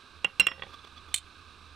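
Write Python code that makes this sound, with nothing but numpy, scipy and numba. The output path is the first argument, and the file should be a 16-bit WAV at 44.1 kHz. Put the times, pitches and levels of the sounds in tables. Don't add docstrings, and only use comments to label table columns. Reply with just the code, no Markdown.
import sys
import numpy as np
from scipy import signal
from scipy.fft import rfft, irfft
from scipy.io import wavfile
from numba import njit

SR = 44100
rng = np.random.default_rng(int(sys.argv[2]) if len(sys.argv) > 2 else 0)


def materialize(psi):
    bounded = np.clip(np.atleast_2d(psi).T, -1, 1)
    quanta = np.round(bounded * 32767).astype(np.int16)
    wavfile.write(sys.argv[1], SR, quanta)


N = 77175


def undb(db):
    return 10 ** (np.asarray(db) / 20)


def since(start_s):
    return np.maximum(np.arange(N) / SR - start_s, 0)


def decay(start_s, t60_s, rise_s=0.00035):
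    t = since(start_s)
    return (1 - np.exp(-t / rise_s)) * np.exp(-np.log(1000) * t / t60_s)


def swell(centre_s, half_s):
    return np.exp(-.5 * ((since(0) - centre_s) / half_s) ** 2)


def bins():
    return np.maximum(np.fft.rfftfreq(N, 1 / SR), 1)


def lowpass(cutoff_hz, order=4):
    return 1 / np.sqrt(1 + (bins() / cutoff_hz) ** (2 * order))


def colour(points):
    hz, db = np.array(points).T
    return undb(np.interp(np.log(bins()), np.log(hz), db))


def resonances(rows):
    f = bins()
    powers = (undb(db) ** 2 / (1 + ((f * f - hz * hz) / (f * width)) ** 2) for hz, width, db in rows)
    return np.sqrt(sum(powers))


def noise(response):
    shaped = irfft(rfft(rng.standard_normal(N)) * response, N)
    return shaped / shaped.std()


def ring(start_s, modes):
    t = since(start_s)
    return sum(undb(db) * decay(start_s, t60) * np.sin(2 * np.pi * hz * t) for hz, db, t60 in modes)


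# frequency_hz, level_db
AIR_SPECTRUM = [(20, -1), (45, -1.5), (62, -4.5), (78, 13), (95, -3), (150, -6.5), (260, -6), (400, -6),
                (600, -14.5), (850, -11.5), (1050, -3.5), (1210, 3.5), (1390, -7.5), (1580, 0), (1900, -21),
                (2200, -11.5), (2600, -4.5), (3050, -13), (3800, -4.5), (4500, -13), (6200, -21),
                (7000, -26.5), (8500, -23.5), (11000, -32.5), (16000, -45)]
# time_s, gain_db
RUMBLE_SWELL = [(0, -7.5), (.18, 3.5), (.45, 4.5), (.68, 2.5), (.85, 2), (1.1, 6.5), (1.3, 1), (1.41, 3),
                (1.75, 3)]

def background():
    air = undb(-51) * noise(colour(AIR_SPECTRUM))
    rumble = irfft(rfft(air) * lowpass(110), N)
    hum_hz = 77.9 * (1 + 0.0634 * noise(lowpass(13)))
    hum = undb(-64) * np.sin(2 * np.pi * np.cumsum(hum_hz) / SR)
    waver = undb(-0.44 * noise(lowpass(14, order=2)))
    swell_db = np.interp(since(0), *np.array(RUMBLE_SWELL).T)
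    return (air - rumble) * waver + (rumble + hum) * undb(swell_db)


# frequency_hz, level_db
THUD_SPECTRUM = [(30, -15.5), (150, -2.5), (480, -4.5), (900, -1.5), (1500, 7), (2100, 2), (2700, 4.5),
                 (3450, 5), (3950, -47), (7000, -45), (16000, -63)]

def thuds(contacts):
    impact = sum(undb(db) * decay(start_s, t60_s=0.016) for start_s, db, *_ in contacts)
    shudder = sum(undb(db - 15) * decay(start_s, t60_s=0.08) for start_s, db, *_ in contacts)
    return np.hypot(impact, shudder) * noise(colour(THUD_SPECTRUM))


# pitch_hz, level_db, t60_s
HEAD_MODES = [(2155, -18, .06), (2467, -14, .06), (2660, -13, .025), (2762, 0, .07), (3070, -15, .04)]

def clang(start_s, choke_s, rise_s=0.0012):
    t = since(start_s)
    build = 1 - np.exp(-t / rise_s)
    choke = 1 / (1 + (t / choke_s) ** 7)
    return ring(start_s, HEAD_MODES) * build * choke


# pitch_hz, level_db, t60_s
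HANDLE_MODES = [(534, -22.5, 0.27), (676, -16, 0.091), (1100, 0.5, 0.029), (1360, -33, .09),
                (1898, 2.5, 0.033), (1928, -10, 0.067), (3297, 0.5, 0.04)]
# pitch_hz, level_db, t60_s
STAND_MODES = [(134, -11.5, 0.051), (194, -19, 0.17), (493, -12, 0.05), (551, -7, 0.049), (794, -4, 0.028)]

def knock(start_s, handle_db, stand_db):
    return undb(handle_db) * ring(start_s, HANDLE_MODES) + undb(stand_db) * ring(start_s, STAND_MODES)


# pitch_hz, level_db, t60_s
ANVIL_MODES = [(2778, 2, .26), (5405, -4, .2), (7504, -13, .1)]
# pitch_hz, level_db, t60_s
RATTLE_MODES = [(4022, 5.5, 0.07), (4040, -9, 0.15), (8550, -6.5, 0.051)]
# frequency_hz, level_db
CRACK_SPECTRUM = [(1000, -31), (3500, -20), (5000, -10), (6500, -2.5), (8200, 12), (9500, -6), (11500, -22),
                  (13700, 2), (16000, -25)]
# start_s, thud_db, head_db, choke_s, handle_db, anvil_db, crack_db, stand_db, rattle_db, shimmer_db
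HAMMER_BLOWS = [(0.2453, -12.5, -5.5, 0.014, -25, -48.5, -30, -18, -51, -65),
                (0.3976, 1, 7.5, 0.019, -21.5, -20.5, -40, -11, -16, -56.5),
                (0.4677, -9.5, -2.5, .0095, -20, -28.5, -17, -45, -40, -70)]

def hammer(shimmer_hz=11110, shimmer_t60_s=0.62):
    sound, crack = thuds(HAMMER_BLOWS), 0
    for (start_s, _, head_db, choke_s, handle_db, anvil_db,
         crack_db, stand_db, rattle_db, shimmer_db) in HAMMER_BLOWS:
        sound += undb(head_db) * clang(start_s, choke_s)
        sound += knock(start_s, handle_db, stand_db)
        sound += undb(anvil_db) * ring(start_s, ANVIL_MODES)
        sound += ring(start_s, [(shimmer_hz, shimmer_db, shimmer_t60_s)])
        sound += undb(rattle_db) * ring(start_s, RATTLE_MODES)
        crack += undb(crack_db) * decay(start_s, t60_s=0.019)
    return sound + crack * noise(colour(CRACK_SPECTRUM))


# start_s, thud_db, head_db, handle_db, stand_db
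ROCKING_TAPS = [(0.4844, -26, -20.5, -27, -36), (0.5161, -23, -29, -29.5, -41), (0.58, -53, -58, -53, -39),
                (0.595, -38, -49, -44.5, -35), (0.6216, -24.5, -24.5, -31.5, -36.5),
                (0.635, -38.5, -55, -44, -31.5), (0.667, -45, -65, -67, -37)]

def rocking():
    sound = thuds(ROCKING_TAPS)
    for start_s, _, head_db, handle_db, stand_db in ROCKING_TAPS:
        sound += undb(head_db) * clang(start_s, choke_s=0.0061)
        sound += knock(start_s, handle_db, stand_db)
    return sound


# centre_hz, width_hz, level_db
HOLLOW_RESONANCES = [(1180, 80, 1.5), (278, 200, -10.5)]
THIN_RESONANCES = [(2430, 210, -7), (3453, 77, 8.5), (4500, 170, -5), (5880, 120, -10)]
# centre_s, half_length_s, hollow_db, thin_db
HANDLING_SCUFFS = [(0.635, 0.0018, -47, -43.5), (0.7, 0.019, -50.5, -57), (0.742, 0.0072, -43, -47),
                   (0.793, 0.0025, -56, -49.5), (0.849, 0.0037, -42, -44.5), (0.875, 0.0029, -44, -49),
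                   (0.978, 0.0091, -50, -47), (1.089, 0.0051, -45.5, -55), (1.121, 0.012, -52, -55)]

def handling():
    hollow = sum(undb(db) * swell(centre_s, half_s) for centre_s, half_s, db, _ in HANDLING_SCUFFS)
    thin = sum(undb(db) * swell(centre_s, half_s) for centre_s, half_s, _, db in HANDLING_SCUFFS)
    hollow_noise = noise(resonances(HOLLOW_RESONANCES))
    thin_noise = noise(resonances(THIN_RESONANCES) * lowpass(6100, order=12))
    return hollow * hollow_noise + thin * thin_noise


# centre_hz, width_hz, level_db
BLADE_RESONANCES = [(2400, 160, -3.5), (3130, 114, 0.5), (3610, 35, 10), (4183, 106, 1.5), (7200, 820, -5),
                    (8200, 230, 3), (9220, 320, 0), (10300, 900, -27), (13600, 700, -14)]
# start_s, ring_db, thud_db
BLADE_CONTACTS = [(1.1417, -10, -13), (1.1429, -10, -44), (1.1608, -21, -55), (1.1773, -29.5, -54),
                  (1.1833, -30.5, -69)]

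def knife():
    envelope = undb(-37.5) * swell(centre_s=1.176, half_s=0.0082)
    thud = 0
    for start_s, ring_db, thud_db in BLADE_CONTACTS:
        clink = decay(start_s, t60_s=0.01) + undb(-7) * decay(start_s, t60_s=0.05)
        envelope = np.hypot(envelope, undb(ring_db) * clink)
        thud += undb(thud_db) * decay(start_s, t60_s=0.0086)
    steel = noise(resonances(BLADE_RESONANCES) * lowpass(12000))
    return envelope * steel + thud * noise(colour(THUD_SPECTRUM))


def reflections(direct, level_db=-24.5, damping_hz=4000):
    response = noise(1 / (1 + (bins() / damping_hz) ** 2)) * decay(start_s=0.013, t60_s=0.15)
    response /= np.sqrt(np.sum(response ** 2))
    return direct + undb(level_db) * signal.fftconvolve(direct, response)[:N]


def scene():
    mono = reflections(hammer() + rocking() + knife()) + handling() + background()
    return np.array([mono, mono])


@njit
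def follow(rectified, attack_s, release_s):
    envelope, level = np.empty(len(rectified)), 0.
    for i in range(len(rectified)):
        lag_s = attack_s if rectified[i] > level else release_s
        level += (rectified[i] - level) / (lag_s * SR)
        envelope[i] = level
    return envelope


def record(dry, threshold_db=-34.5, ratio=1.269, clip_db=-10.3, left_db=-8, hiss_db=-67):
    level = follow(np.abs(dry[1]), attack_s=0.0029, release_s=0.051)
    gain = np.maximum(level / undb(threshold_db), 1) ** (1 / ratio - 1)
    drive = dry * gain / undb(clip_db)
    clipped = undb(clip_db) * drive / (1 + drive ** 6) ** (1 / 6)
    hiss = undb(hiss_db) * np.array([noise(colour(AIR_SPECTRUM)) for _ in range(2)])
    stereo = clipped * undb([[left_db], [0]]) + hiss
    passband = lowpass(13000, order=2) * lowpass(15900, order=70)
    return irfft(rfft(stereo) * passband, N)


dry = scene()
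out = record(dry)
materialize(out)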